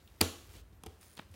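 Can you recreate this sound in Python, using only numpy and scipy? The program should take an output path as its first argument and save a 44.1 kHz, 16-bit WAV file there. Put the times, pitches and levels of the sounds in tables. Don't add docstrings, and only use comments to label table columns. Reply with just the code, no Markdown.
import sys
import numpy as np
from scipy import signal
from scipy.fft import rfft, irfft
from scipy.io import wavfile
from scipy.ndimage import uniform_filter1d

SR = 44100
rng = np.random.default_rng(int(sys.argv[2]) if len(sys.argv) > 2 else 0)


def persist_wave(psi):
    counts = np.round(np.clip(psi, -1, 1) * 32767).astype(np.int16)
    wavfile.write(sys.argv[1], SR, np.atleast_2d(counts).T)


def volts(x):
    e = np.asarray(x, float) / 20
    return 10 ** e


N = 59535

# (frequency [Hz], level [dB per Hz])
HISS_TONE = [(90, -7.5), (130, 0.5), (350, -5), (700, -12), (1500, -14.5), (4000, -25.5), (16000, -28.5)]
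# (frequency [Hz], level [dB per Hz])
HUM_TONE = [(25, -29.5), (45, 3.5), (62, -0.5), (97, -8.5), (125, -20), (200, -32)]
# (time [s], level [dB])
HUM_SWELL = [(0, -8), (.13, -1), (.3, -4), (.55, 2.5), (.75, 0), (1.0, -8), (1.1, -7.5), (1.25, -2),
             (1.35, -13.5)]
# (frequency [Hz], time to fade 60 dB [s])
ROOM_FADES = [(150, 0.25), (450, 0.39), (900, 0.49), (1800, 0.12), (4000, 0.49), (9000, 0.37), (14000, .17)]
ROOM_LEVELS = [-24, -19.5, -19.5, -27.5, -16.5, -25.5, -22]
TABLE_PITCHES = [202, 257, 344, 445, 490, 546, 748, 947, 1100, 1200, 1410]
# (level [dB], time to fade 60 dB [s])
TABLE_RINGS = [(-7, 0.048), (-6.5, 0.07), (-4.5, 0.073), (-2, 0.052), (-14, 0.091), (-12, 0.06), (2, 0.029),
               (-21, 0.049), (-11.5, .02), (-20, .1), (0.5, .05)]
# (time [s], level [dB])
BOOM_KNOCKS = [(.2105, -25), (.8655, -39), (1.2, -48), (1.012, -53.5), (1.3, -41), (1.242, -57), (.44, -57),
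               (0.534, -53), (.325, -67)]
# (time [s], level [dB])
NUDGES = [(.555, -59), (0.725, -62.5), (1.177, -58.5), (1.186, -73), (1.191, -59.5), (1.197, -65),
          (1.222, -76), (1.343, -65.5)]
# (start [s], length [s], start pitch [Hz], middle pitch [Hz], end pitch [Hz])
SQUEAKS = [(.02, .09, 14500, 13900, 14500), (.038, .04, 15750, 15600, 15650),
           (.122, .022, 13000, 13250, 13600), (.165, .04, 12800, 13100, 13500),
           (.175, .03, 12300, 12100, 12600), (.51, .036, 13800, 13250, 12700),
           (.71, .075, 13000, 13700, 13900), (.72, .075, 12500, 13250, 12700)]
SQUEAK_LEVELS = [-78, -73, -80, -75, -77, -69, -82, -79]
# (time [s], level [dB])
RUB_PRESSURE = [(0, -74.5), (0.358, -64.5), (.47, -63.5), (.56, -59), (0.614, -64), (.63, -86),
                (0.859, -84), (.9, -69), (0.999, -73.5), (1.011, -62.5), (1.1, -67.5), (1.159, -68),
                (1.201, -65.5), (1.24, -74), (1.3, -74), (1.314, -70.5), (1.35, -64)]
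# (frequency [Hz], level [dB per Hz])
RUB_TONE = [(100, -29.5), (350, 2), (1000, -8), (3300, -8.5), (8000, -13), (16000, -15.5)]
# (time [s], level [dB])
SCRAPE_PRESSURE = [(1.163, -99), (1.169, -56), (1.179, -57), (1.189, -53), (1.196, -43.5), (1.206, -61),
                   (1.228, -63.5), (1.25, -80)]
# (frequency [Hz], level [dB per Hz])
SCRAPE_TONE = [(150, 5), (400, 0), (1000, 6), (2200, 1), (3800, -2), (4600, -18), (5500, -40), (16000, -30)]
# (time [s], level [dB], centre [Hz], time to fade 60 dB [s])
TICKS = [(.002, -72, 3200, 0.12), (0.014, -80, 3060, .02), (0.0762, -61.5, 2960, 0.04),
         (0.077, -68.5, 9000, 0.02), (0.121, -81, 8000, .01), (0.12, -69.5, 3530, 0.019),
         (0.208, -33, 2440, 0.0063), (0.2175, -31, 1420, 0.045), (0.869, -71, 3180, 0.0067),
         (0.515, -75, 3860, 0.0063), (0.553, -63, 3270, 0.21), (0.567, -64.5, 7000, 0.016),
         (0.533, -63, 6980, 0.008), (0.586, -72, 3480, 0.016), (.727, -74, 3180, 0.1),
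         (1.1786, -51, 3000, 0.011), (1.1852, -59.5, 2420, 0.0079), (1.1913, -47, 3000, 0.012),
         (1.1975, -61.5, 2400, 0.026), (1.172, -53, 3440, 0.012), (1.219, -61, 1110, 0.14),
         (1.313, -69, 6000, 0.0056), (1.3408, -57.5, 3230, 0.016), (1.3435, -55, 514, .03)]
# (start [s], end [s])
CREAK_SPAN = (1.011, 1.071)
# (start rate [Hz], end rate [Hz])
CREAK_RATES = (260, 170)
# (start level [dB], end level [dB])
CREAK_LEVELS = (-54, -56)
# (time [s], level [dB])
LONE_SLIPS = [(1.0112, -47.5), (1.0215, -71), (1.030, -48), (1.0765, -57), (1.0825, -51), (1.0915, -55),
              (1.0985, -49), (1.106, -54), (1.115, -49), (1.1228, -54), (1.130, -50), (1.137, -49),
              (1.1445, -56), (1.152, -48), (1.1665, -49.5), (1.169, -46), (1.216, -54), (1.304, -78),
              (1.315, -50.5)]
# (time [s], level [dB])
CREAK_DRAG = [(1.005, -92.5), (1.012, -70.5), (1.06, -60), (1.1, -72), (1.16, -78), (1.175, -55.5),
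              (1.2, -71), (1.23, -100)]
# (frequency [Hz], width [Hz], level [dB])
CREAK_BODY = [(2000, 600, -4), (5200, 1200, -9), (6900, 900, -5), (9100, 1000, -1), (10000, 1200, -8),
              (12500, 3000, -10), (15300, 1200, -8)]
# (peak time [s], level [dB], swell [s], time to fade 60 dB [s], table thump [dB])
TAPS = [
    (0.8361, -40.5, 0.000072, 0.0042, -64.5),
    (0.8626, -41, 0.000109, 0.0073, -47.5),
]
# (frequency [Hz], width [Hz], level [dB])
TAP_BODY = [(3000, 1070, -2.5), (6600, 3500, -3.5), (11370, 1900, -2), (15450, 2000, -27)]
# (peak time [s], level [dB], swell [s], time to fade 60 dB [s], table thump [dB])
BOUNCES = [
    (0.8372, -48, 0.00025, 0.019, -51.5),
    (0.8653, -48, 0.0003, 0.018, -52),
    (0.8676, -47, 0.00027, 0.014, -51.5),
]
# (frequency [Hz], width [Hz], level [dB])
BOUNCE_BODY = [(450, 890, 3.5), (3120, 480, 1), (6530, 3300, -8.5)]
# (peak time [s], level [dB], swell [s], time to fade 60 dB [s], table thump [dB])
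CRACKLES = [
    (0.2095, -35.5, .0006, 0.028, -32.5),
    (0.2127, -31, 0.0011, 0.008, -27.5),
    (0.216, -31.5, 0.00086, 0.0039, -24.5),
    (0.2206, -63.5, .001, .01, -29),
]
# (time [s], level [dB])
HARD_SLIPS = [
    (.2121, -18),
    (.2125, -12),
    (.2128, -3),
    (.2158, -24),
]
# (frequency [Hz], width [Hz], level [dB])
PLASTIC = [(743, 290, -2.5), (1420, 430, -3.5), (2310, 520, 0), (2960, 210, -15), (3220, 400, -9.5),
           (3590, 300, -16), (4686, 690, 3.5), (5910, 520, -13.5), (6990, 800, -11), (8740, 1500, -5),
           (10860, 510, -7), (11280, 1200, -4), (12700, 600, -10.5), (15400, 1500, -10)]


def unit(x):
    return x / np.sqrt(np.mean(x ** 2))


def noise():
    return rng.standard_normal(N)


def band(x, hz, width):
    return signal.lfilter(*signal.iirpeak(hz, hz / width, fs=SR), x)


def colour(x, points):
    hz, db = np.array(points).T
    f = np.arange(len(x) // 2 + 1) * SR / len(x) + 1
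    gain_db = np.interp(np.log(f), np.log(hz), db, left=-80, right=-80)
    return unit(irfft(rfft(x) * volts(gain_db), len(x)))


def curve(points):
    return volts(np.interp(np.arange(N) / SR, *np.array(points).T))


def fade(t, t60):
    return np.exp(-t * np.log(1000) / t60)


def burst(at, db, swell, t60):
    t = np.arange(N) / SR - at
    return volts(db) * np.exp(np.where(t < 0, t / max(swell, 1e-4), -t * np.log(1000) / t60))


def bursts(rows):
    return sum(burst(*row[:4]) for row in rows)


def push(at, db, length=0.00048):
    return volts(db) * np.exp(-.5 * ((np.arange(N) / SR - at) / length) ** 2)


def clicks(rows):
    out = np.zeros(N)
    for at, db in rows:
        out[int(at * SR)] = volts(db)
    return out


def walk(rate):
    k = int(SR / rate)
    return unit(uniform_filter1d(uniform_filter1d(noise(), k), k))


def hiss():
    return volts(-67) * colour(noise(), HISS_TONE)


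def hum():
    return volts(-52) * curve(HUM_SWELL) * colour(noise(), HUM_TONE)


def room(x):
    gap_s = 0.005
    t = np.arange(SR // 2) / SR
    tail = 0
    for (hz, t60), db in zip(ROOM_FADES, ROOM_LEVELS):
        echoes = unit(band(rng.standard_normal(len(t)), hz, 1.1 * hz))
        tail = tail + volts(db) * echoes * fade(t, t60)
    tail = tail * np.clip(t / gap_s - 1, 0, 1) * volts(-30.5)
    return signal.fftconvolve(x, tail)[:N]


def table(force):
    t = np.arange(SR // 2) / SR
    ring = sum(volts(db) * np.sin(2 * np.pi * hz * t) * fade(t, t60)
               for hz, (db, t60) in zip(TABLE_PITCHES, TABLE_RINGS))
    return signal.fftconvolve(force, ring)[:N] / 20


def boom():
    pitch_hz, t60_s, rise_s = 86.6, 0.22, 0.005
    t = np.arange(SR // 2) / SR
    ring = np.sin(2 * np.pi * pitch_hz * t) * fade(t, t60_s) * (1 - np.exp(-t / rise_s))
    return signal.fftconvolve(clicks(BOOM_KNOCKS), ring)[:N]


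def nudges():
    return table(sum(push(*row) for row in NUDGES))


def squeaks():
    t, out = np.arange(N) / SR, 0
    for (at, length, start, middle, end), db in zip(SQUEAKS, SQUEAK_LEVELS):
        u = np.clip((t - at) / length, 0, 1)
        f = start * (1 - u) * (1 - 2 * u) + 4 * middle * u * (1 - u) + end * u * (2 * u - 1)
        level = volts(db + 2 * walk(200)) * np.sin(np.pi * u) ** .5
        out = out + level * np.sin(2 * np.pi * np.cumsum(f) / SR)
    return out


def rub():
    grains = colour(noise() * volts(2 * walk(400)), RUB_TONE)
    scrape = colour(noise() * volts(5.0 * walk(500)), SCRAPE_TONE)
    scraping = np.arange(N) / SR > SCRAPE_PRESSURE[0][0]
    return grains * curve(RUB_PRESSURE) + scrape * curve(SCRAPE_PRESSURE) * scraping


def ticks():
    knock_db = 11
    hits, out = noise(), 0
    for at, db, hz, t60 in TICKS:
        force = hits * burst(at, db, t60 / 120, t60) + clicks([(at, db + knock_db)])
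        out = out + band(band(force, hz, hz), hz, hz)
    return out * volts(12.5)


def creak():
    t = np.arange(N) / SR
    running = (t >= CREAK_SPAN[0]) * (t <= CREAK_SPAN[1])
    rate = np.interp(t, CREAK_SPAN, CREAK_RATES) * (1 + 0.12 * walk(190))
    slips_left = np.cumsum((rate * running)[::-1])[::-1] / SR
    slips = np.abs(np.diff(np.ceil(slips_left), append=0))
    slips = slips * volts(np.interp(t, CREAK_SPAN, CREAK_LEVELS) + 2 * walk(170))
    slips = signal.lfilter([1], [1, -.985], slips + clicks(LONE_SLIPS))
    friction = (slips + curve(CREAK_DRAG)) * noise()
    return sum(volts(db) * band(friction, hz, w) for hz, w, db in CREAK_BODY)


def edge_ring(rows, body):
    return sum(volts(db) * band(noise() * bursts(rows), hz, w) for hz, w, db in body)


def taps():
    return (edge_ring(TAPS, TAP_BODY) + edge_ring(BOUNCES, BOUNCE_BODY)) * volts(7.5)


def thumps():
    snap_force = sum(push(row[0], row[4], 0.00018) for row in CRACKLES)
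    tap_force = sum(push(row[0], row[4], 0.00028) for row in TAPS + BOUNCES)
    return table(snap_force + tap_force)


def snap():
    drive = noise() * bursts(CRACKLES) * volts(0.5) + clicks(HARD_SLIPS) * volts(1.5)
    ring = 0
    for k, (hz, w, db) in enumerate(PLASTIC):
        ring = ring + (-1) ** k * volts(db) * band(band(drive, hz, w), hz, w)
    return ring * volts(15.0) + volts(-22) * band(drive, 6000, 16000.0)


def scene():
    crack, thump, tap = snap(), thumps(), taps()
    small = ticks() + creak() + nudges()
    to_walls = clicks(HARD_SLIPS) * volts(11.0) + volts(-32.0) * crack + volts(-4) * thump
    echoes = room(to_walls + small + tap)
    background = hiss() + hum() + boom()
    return (background + squeaks() + rub() + small + tap + thump + crack + echoes)[None]


def band_limit(x):
    return signal.sosfilt(signal.butter(12, 16970, fs=SR, output="sos"), x)


def record(dry):
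    top_hz, bass_cut_hz, loud_db = 15900, 72.5, -47
    top = signal.sosfiltfilt(signal.ellip(6, .2, 30, top_hz, "high", fs=SR, output="sos"), dry)
    soft_top = signal.sosfiltfilt(signal.butter(6, 16400, fs=SR, output="sos"), top)
    loud = uniform_filter1d(np.abs(top), size=64) > volts(loud_db)
    mix = signal.sosfiltfilt(signal.ellip(8, .2, 40, top_hz, fs=SR, output="sos"), dry)
    mix = mix + soft_top * uniform_filter1d(1. * loud, size=64)
    mix = signal.sosfilt(signal.butter(3, bass_cut_hz, "high", fs=SR, output="sos"), mix)
    return band_limit(mix)


dry = scene()
out = record(dry)
persist_wave(out)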